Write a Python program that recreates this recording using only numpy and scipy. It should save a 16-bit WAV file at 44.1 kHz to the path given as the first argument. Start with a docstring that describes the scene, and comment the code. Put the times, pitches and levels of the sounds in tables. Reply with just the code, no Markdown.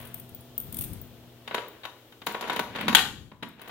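"""A key is pushed into the lock of a metal alarm box on a wall and turned.
It scrapes and knocks past the pins, which makes the box ring, while the other keys on the bunch clink.
Then the sprung handle snaps back with a clack that overloads the microphone.
Hands rumble softly, and the hard-walled room hums and echoes."""
import sys
import numpy as np
from scipy import signal
from scipy.fft import rfft, irfft
from scipy.io import wavfile

SR = 44100
rng = np.random.default_rng(int(sys.argv[2]) if len(sys.argv) > 2 else 0)


def output_pcm(signal):
    """Save a mono or channel-first signal as 16-bit PCM at the path in sys.argv[1].

    Samples are clipped to [-1, 1] before scaling.
    """
    pcm = np.clip(np.atleast_2d(signal).T, -1, 1) * 32767
    wavfile.write(sys.argv[1], SR, np.round(pcm).astype(np.int16))


N = 163170

# How alike the left and right channels are: f/Hz, likeness (1 = the same)
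STEREO_LIKENESS = [(40, .5), (130, .95), (300, .95), (640, .88), (1400, .68), (2400, .35), (4200, -.2),
                   (8000, 0), (16000, .1)]
# The left microphone picks up the treble more strongly than the right: f/Hz, left minus right/dB
LEFT_LEAN = [(60, -3), (380, -1.5), (700, 0.5), (1300, 4), (2400, 8), (4400, 9), (8000, 0.5), (15000, 3)]


def lock():
    """The key scrapes over the pins and knocks the cylinder, which shakes the box."""
    # Each knock: t/s, body level/dB, thud level/dB, tick level/dB,
    # rise/s (long where the key rubs first), treble boost/dB (how bright or dull each knock rings)
    knocks = [(1.4763, -37, -54, -50, 0.00053, 7), (1.5101, -29.5, -46.5, -68, .001, -19),
              (1.5445, -22, -45, -36, 0.00071, -1.5), (1.5804, -26, -59, -64, 0.00053, -5.5),
              (1.834, -47, -75, -65, 0.00058, 9), (1.841, -46.5, -75, -59, 0.00091, 8.5),
              (1.8519, -33.5, -66, -46, 0.00046, 1.5), (2.123, -57.5, -57.5, -62, 0.0014, 11),
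              (2.218, -43, -53, -60, 0.00011, 4.5), (2.2666, -25.5, -37, -32.5, 0.0018, 1.5),
              (2.345, -25.5, -52, -53, 0.0025, -7), (2.409, -33, -54, -38.5, 0.0015, -4),
              (2.423, -30, -57, -62.5, 0.0032, -6.5), (2.436, -29, -56, -65.5, 0.0034, -17),
              (2.472, -39, -44, -46, 0.0074, -6), (2.497, -22.5, -37.5, -41, 0.0011, -3),
              (2.525, -28.5, -41.5, -42.5, 0.0057, -11), (2.560, -27, -39.5, -39, 0.0041, 1),
              (2.5925, -20.5, -36.5, -34, 0.00093, -4.5), (2.749, -32.5, -48.5, -54, 0.0014, -6),
              (2.758, -35.5, -43, -45.5, 0.0012, 5.5), (2.784, -33.5, -40.5, -61.5, 0.0056, 1),
              (2.808, -34, -41, -62, 0.0021, 5), (2.828, -38, -35.5, -61, 0.0032, -7),
              (2.855, -42.5, -33, -67, 0.0089, -3), (2.8814, -24.5, -27, -30.5, 0.00052, 8),
              (2.891, -29, -32, -43.5, .001, 3.5), (2.927, -24, -27.5, -37, 0.0016, -8),
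              (3.3161, -37.5, -44.5, -77.5, 0.0011, -6.5), (3.4247, -30.5, -33, -44.5, 0.005, 6.5),
              (3.593, -45.5, -66, -60, 0.0019, 1.5), (3.616, -45.5, -54, -55, 0.0023, 6.5),
              (3.675, -37, -59.5, -49, 0.0019, -6), (3.692, -33.5, -44, -53, 0.0037, -7)]
    # The tones the metal box rings at: f/Hz, level/dB, fade time/s
    box_tones = [(290, -29, .1), (330, -17.5, 0.052), (430, -11.5, 0.023), (761, -2, 0.028),
                 (972.4, -4, 0.096), (1128, -8, 0.074), (1450, -6.5, 0.061), (1640, -12, 0.028),
                 (3037, -7, 0.05), (3790, -2, .03), (4730, -15.5, .03)]
    # Tone colours of a knock's body, its low thud and its bright tick: f/Hz, level/dB
    body_colour = [(100, -32.5), (250, -8.5), (460, 1), (660, -3), (830, -2.5), (980, -1), (1250, -5.5),
                   (1450, -3.5), (2000, -3), (2500, -5), (3050, -5), (3800, -9.5), (4050, -13),
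                   (5400, -27.5), (9000, -32), (16000, -57.5)]
    thud_colour = [(30, -71), (110, -8), (210, 12.5), (300, 7.5), (500, -31), (1000, -3), (4000, -83.5)]
    tick_colour = [(1000, -24), (3000, 1), (4400, 5.5), (5500, -3), (7000, 1), (8300, -13), (11000, 0),
                   (16000, -7.5)]
    # How strongly the key scrapes: t/s, level/dB
    scrape_levels = [(0, -48.5), (.3, -68), (1.45, -64), (1.5, -50.5), (1.59, -43), (1.66, -57),
                     (2.25, -71), (2.29, -41.5), (2.39, -49.5), (2.52, -34), (2.62, -58), (2.73, -49.5),
                     (2.78, -36), (2.93, -43.5), (3.0, -82.5), (3.56, -60.5), (3.62, -47), (3.7, -51.5)]
    out = tiny_contacts(body_colour, per_s=650, spread_db=-0.5, fade_s=0.017) * level(scrape_levels)
    low_pass = signal.butter(1, 1590, fs=SR)
    t = np.arange(16384) / SR
    for start, body_db, thud_db, tick_db, rise_s, treble_db in knocks:
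        tones = detune(box_tones, share=.018)  # the hand's grip shifts the pitches
        body = ring(tones) * np.minimum(t / rise_s, 1)
        add(body, 0, burst(body_colour, hold_s=0.0047, fade_s=0.033, rise_s=rise_s))
        bass = signal.lfilter(*low_pass, body)
        add(out, start, amp(body_db - 2) * (bass + amp(treble_db) * (body - bass)))
        add(out, start, amp(thud_db) * burst(thud_colour, hold_s=0.0029, fade_s=0.12, rise_s=rise_s))
        add(out, start, amp(tick_db) * burst(tick_colour, hold_s=0.0055, fade_s=0.029, rise_s=rise_s))
    return out


def handle():
    """The spring catch lets go with a crack, and the handle rattles on its stop and rings."""
    # The handle hitting its stop: t/s, level/dB
    clacks = [(2.9491, -2), (2.952, -5)]
    # Tone colour of a clack: f/Hz, level/dB
    clack_colour = [(60, -34.5), (250, -12), (535, -24), (854, 1.5), (1200, -9.5), (1580, 1), (2080, -5),
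                    (2700, -4.5), (3250, 5.5), (4100, -6.5), (5500, -21), (6600, -9.5), (8000, -17),
                    (11600, -13), (16000, -20.5)]
    # The tones the handle rings at: f/Hz, level/dB, fade time/s
    handle_tones = [(3240, -20.5, 0.092), (3270, -25, .07), (3470, -23, .09)]
    # The crack bouncing off nearby surfaces: delay/s, left gain, right gain
    bounces = [(.0205, .4, .09), (.0347, .27, .12), (.0438, .15, .06)]
    out = np.zeros((2, N))
    for start, db in clacks:
        add(out, start, amp(db - 3) * burst(clack_colour, hold_s=0.00092, fade_s=0.031))
    snap_time = clacks[0][0]
    add(out, snap_time, ring(handle_tones))
    t = np.arange(400) / SR
    crack_hz, crack_fade_s = 3200, .0038
    crack = 2.6 * np.sin(2 * np.pi * crack_hz * t) * amp(-60 * t / crack_fade_s)
    direct_path = (0.00064, 0.8, 0.2)
    for delay, left, right in [direct_path] + bounces:
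        grit = 0.17 * burst(clack_colour, hold_s=0.0045, fade_s=0.022, size=400)
        add(out, snap_time + delay, (crack + grit) * np.array([[left], [right]]))
    return out * pan(left_db=4)


def hanging_keys():
    """The hanging keys tick against each other and ring very high, along with their hoop."""
    # Each touch: t/s, level/dB, extra level of the ringing key/dB, which key rings
    clinks = [(0.051, -43, -12, "long"), (0.071, -45.5, -5, "long"), (0.1422, -33, -2, "long"),
              (0.198, -41, -3, "long"), (0.2916, -45.5, -14, "short"), (0.348, -50, 13.5, "short"),
              (0.407, -46.5, -18, "long"), (.579, -32, 7, "long"), (0.6006, -36, 4, "long"),
              (0.612, -41, -9, "long"), (0.7246, -33, -14, "short"), (.7432, -30.5, -16, "long"),
              (.7682, -29, -14, "short"), (0.7875, -26, -14, "middle"), (0.8092, -28.5, -3, "middle"),
              (.824, -34, -10, "short"), (0.8377, -29.5, -17, "long"), (.8445, -34, -17, "short"),
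              (0.9328, -36.5, -24, "long"), (1.0148, -49, 11.5, "short"), (1.683, -55, 14, "short"),
              (2.264, -32.5, -14, "short"), (2.3218, -43.5, 0, "short"), (2.561, -39, -18, "long"),
              (2.5932, -35, -14.5, "short"), (2.8104, -37, -20, "long"), (3.4874, -48, -1, "long"),
              (3.6158, -40.5, -2, "short"), (3.6833, -47, 2, "short")]
    # The pitch of each key: name, f/Hz
    key_hz = {"long": 14550, "middle": 14740, "short": 15140}
    # A key's tones, as shares of its pitch
    pitch_shares = [1, .996, .604, .973]
    # How each of those tones rings: level/dB, fade time/s
    key_rings = [(7.5, 0.017), (-17.5, .28), (-25, 0.074), (2, .02)]
    # The tones of the hoop that holds the keys: f/Hz, level/dB, fade time/s
    hoop_tones = [(3460, -24, .04), (8790, -14.5, 0.058)]
    # Tone colour of a clink: f/Hz, level/dB
    clink_colour = [(500, -45), (2400, -12.5), (3500, -11), (5000, -17), (7600, -12.5), (8800, -2),
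                    (9700, -6.5), (11500, 2), (13200, -0.5), (14600, 1), (16000, 2)]
    # How strongly the whole bunch jangles: t/s, level/dB
    jangle_levels = [(0, -48), (.12, -60), (.25, -88), (.7, -77), (.75, -50), (.82, -33), (.88, -75),
                     (1.08, -73), (3.7, -114.5)]
    out = tiny_contacts(clink_colour, per_s=460, spread_db=3, fade_s=0.018) * level(jangle_levels)
    rise_s, shimmer_db, shimmer_fade_s = .0005, -14, .05
    for start, db, ring_db, key in clinks:
        key_tones = [(key_hz[key] * share, *rest) for share, rest in zip(pitch_shares, key_rings)]
        hoop = detune(hoop_tones, share=.04)  # the keys weigh on the hoop differently each time
        # Each touch stirs the other keys too.
        shimmer = [(hz, shimmer_db, shimmer_fade_s) for hz in rng.uniform(8500, 15600, size=7)]
        add(out, start + rise_s, amp(db) * ring(hoop + shimmer, size=4096))
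        add(out, start, amp(db - 1) * burst(clink_colour, hold_s=.0035, fade_s=.011, rise_s=rise_s))
        add(out, start + rise_s, amp(db + ring_db) * ring(key_tones))
    return out * pan(left_db=4.5)


def hands():
    """Moving hands make a soft, low rumble."""
    # Tone colour of the rumble: f/Hz, level/dB
    rumble_colour = [(20, -18), (50, -3), (100, 3.5), (170, -1.5), (320, -9.5), (600, -23.5), (2000, -31.5),
                     (8000, -38.5)]
    # How the rumble comes and goes: t/s, level/dB
    rumble_levels = [(0, -52), (.55, -59.5), (.68, -46), (.8, -41), (.96, -43), (1.05, -51.5), (1.5, -67),
                     (2.2, -73.5), (2.7, -54), (3.12, -43.5), (3.23, -43), (3.32, -52), (3.7, -65)]
    return noise(rumble_colour, N, lean_left=False) * level(rumble_levels) * pan(left_db=8.5)


def electrical_hum():
    """Three low electrical tones, each wavering a little."""
    # The tones of the hum: f/Hz, level/dB
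    hum_tones = [(122, -58.5), (241, -61), (673, -70.5)]
    # How the whole hum gets louder and softer: t/s, level change/dB
    hum_levels = [(0, 6), (1.4, 1), (1.8, -7), (2.2, -6), (3.7, -4.5)]
    t = np.arange(N) / SR
    hum = 0
    for hz, db in hum_tones:
        waver = normalise(noise([(1, 0), (5, -6), (20, -30), (100, -120)], N)[0])
        hum += amp(db) * np.sqrt(2) * np.sin(2 * np.pi * hz * t + 0.97 * waver)
    return hum * level(hum_levels)


def ventilation():
    """Air from the ventilation makes a quiet rush."""
    # Tone colour of the air: f/Hz, level/dB
    air_colour = [(20, -44), (60, -9), (110, -7.5), (170, -23.5), (330, -4.5), (600, -11.5), (1000, -18.5),
                  (2200, -26), (3200, -17), (4700, -25), (8000, -29.5), (12500, -30.5), (13500, -18),
                  (14300, -31), (16000, -21)]
    # How strong the rush is: t/s, level/dB
    air_levels = [(0, -53.5), (.9, -53), (1.4, -55), (2.2, -55.5), (3.7, -65)]
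    return noise(air_colour, N, lean_left=False) * level(air_levels) * pan(left_db=3)


def room(sound, tail_db, build_s):
    """Hard walls add a few clear echoes and a smooth tail that dies sooner in the treble."""
    # How long the room rings: f/Hz, fade time/s
    fade_times = [(100, 0.99), (250, 1), (600, 0.43), (1500, 0.42), (3300, 0.46), (7000, 0.49),
                  (11000, 0.4), (16000, 0.38)]
    # Tone colour of the tail: f/Hz, level/dB
    tail_colour = [(60, -6.5), (250, 1), (1000, 2.5), (3200, -2.5), (7000, 3.5), (15000, 1.5)]
    # Echoes off the walls: delay/s, left gain, right gain
    echoes = [(.0046, 0.23, 0.029), (0.0135, 0.041, 0.31), (0.0432, 0.1, 0.06)]
    out = sound.copy()
    mono = 0.64 * sound[0] + 0.21 * sound[1]
    build_up = np.minimum(np.arange(SR) / SR / build_s, 1)
    for k in range(3):  # three tails take turns, as the hand and microphone move
        hz, t, bands = signal.stft(noise([(20, 0), (20000, 0)], SR), SR, nperseg=256)
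        bands *= amp(look_up(tail_colour, hz)[:, None] - 60 * t / look_up(fade_times, hz)[:, None])
        tail = signal.istft(bands, SR, nperseg=256)[1][:, :SR] * build_up
        tail *= amp(tail_db) * np.sqrt(2) / np.linalg.norm(tail)
        share = np.sqrt(2 / 3) * np.cos(2 * np.pi * (2 * np.arange(N) / SR + k / 3))
        out += signal.fftconvolve((mono * share)[None], tail, axes=1)[:, :N]
    bass = signal.lfilter(*signal.butter(1, 1200, fs=SR), sound)
    for delay, left, right in echoes:  # the bass of an echo stays in the middle
        add(out, delay, bass * (left + right) / 2 + (sound - bass) * np.array([[left], [right]]))
    return out


def ring(tones, size=16384):
    """Struck metal rings, a bit differently each time; each tone drops 60 dB in its fade time."""
    t = np.arange(size) / SR
    out = np.zeros((2, size))
    for hz, db, fade_s in tones:
        random_db, turn, side = rng.standard_normal(3)
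        phase_gap = np.arccos(np.clip(look_up(STEREO_LIKENESS, hz), -1, 1)) * np.sign(side)
        phase = np.pi * turn + np.array([[0], [phase_gap]])
        fade = amp(db + random_db - 60 * t / fade_s)
        out += pan(look_up(LEFT_LEAN, hz)) * fade * np.sin(2 * np.pi * hz * t + phase)
    return out * np.minimum(np.arange(size) / 10, 1)


def burst(colour, hold_s, fade_s, rise_s=0.00015, size=4096):
    """One contact: a puff of noise that swells, holds for a moment and dies away."""
    t = np.arange(size) / SR
    shape = amp(-60 * np.maximum(t - rise_s - hold_s, 0) / fade_s) * np.minimum(t / rise_s, 1)
    spectrum = rfft(noise(colour, size) * shape)
    # Even out chance peaks so that every contact has the same colour.
    strength = np.sqrt(np.mean(abs(spectrum) ** 2, 0) + 1e-20)
    wanted = amp(look_up(colour, np.fft.rfftfreq(size, 1 / SR)))
    evened = irfft(spectrum * wanted / strength, size)
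    return normalise(evened * shape ** .25) * np.sqrt(np.mean(shape ** 2))


def tiny_contacts(colour, per_s, spread_db, fade_s):
    """A random stream of tiny contacts of uneven size, heard as a scrape or a jangle."""
    out = np.zeros((2, N))
    kinds = 10
    for _ in range(kinds):
        hits = rng.random(N) < per_s / kinds / SR
        clicks = hits * amp(spread_db * np.minimum(rng.exponential(1, N), 3))
        out += signal.oaconvolve(clicks[None], burst(colour, 0, fade_s), axes=1)[:, :N]
    return normalise(out)


def noise(colour, size, lean_left=True):
    """Stereo noise with the given tone colour; the two sides are alike in the bass."""
    hz = np.fft.rfftfreq(size, 1 / SR)
    left, unrelated = np.exp(2j * np.pi * rng.random((2, len(hz))))
    likeness = np.clip(look_up(STEREO_LIKENESS, hz), -1, 1)
    right = likeness * left + np.sqrt(1 - likeness ** 2) * unrelated
    lean_db = look_up(LEFT_LEAN, hz) / 2 * lean_left
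    spectrum = np.array([left * amp(lean_db), right * amp(-lean_db)])
    return normalise(irfft(spectrum * amp(look_up(colour, hz)), size))


def detune(tones, share):
    """Nudge each tone up or down at random, by about this share of its pitch."""
    return [(hz * (1 + share * rng.standard_normal()), db, fade_s) for hz, db, fade_s in tones]


def amp(db):
    """Turn decibels into a gain to multiply by."""
    return 10 ** (np.asarray(db) / 20)


def normalise(sound):
    """Scale a sound to an average power of 1."""
    return sound / np.sqrt(np.mean(sound ** 2) + 1e-20)


def look_up(points, hz):
    """Read a table at any frequency, gliding between its rows."""
    freqs, values = np.transpose(points)
    return np.interp(np.log(hz + 1), np.log(freqs + 1), values)


def level(points):
    """Turn rows of t/s, level/dB into a gain for every sample."""
    return amp(np.interp(np.arange(N) / SR, *np.transpose(points)))


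def pan(left_db):
    """Two gains that make the left side this much louder than the right."""
    return amp(np.array([[left_db], [-left_db]]) / 2)


def add(mix, start_s, sound):
    """Add a sound to the mix at the given time."""
    part = mix[:, round(start_s * SR):][:, :sound.shape[1]]
    part += sound[:, :part.shape[1]]


def scene():
    """Keys, lock and handle echo in the room, over the quiet background."""
    out = room(hanging_keys(), tail_db=-8, build_s=.022)
    out += room(lock(), tail_db=-4, build_s=0.016)
    out += room(handle(), tail_db=-4, build_s=0.027)
    return out + electrical_hum() + ventilation() + hands()


def record(dry, threshold_db=-21, duck=0.5, recover_db_per_s=14):
    """The clack clips; the recorder turns itself down, slowly recovers and cuts the highest treble."""
    power = signal.lfilter(np.ones(512) / 512, 1, (dry ** 2).mean(0))
    power_db = 10 * np.log10(abs(power) + 1e-12)
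    fall_db = np.arange(N) / SR * recover_db_per_s
    held_peak_db = np.maximum.accumulate(power_db + fall_db) - fall_db
    over_db = np.maximum(held_peak_db - threshold_db, 0)
    react_s, clip_level, top_hz = .12, .85, 15950
    lag = np.exp(-1 / (react_s * SR))
    gain = amp(-duck * signal.lfilter([1 - lag], [1, -lag], over_db))
    clipped = np.clip(dry * gain, -clip_level, clip_level)
    low_pass = signal.firwin(301, top_hz, window=("kaiser", 8), fs=SR)
    return signal.oaconvolve(clipped, low_pass[None], "same")


dry = scene()
out = record(dry)
output_pcm(out)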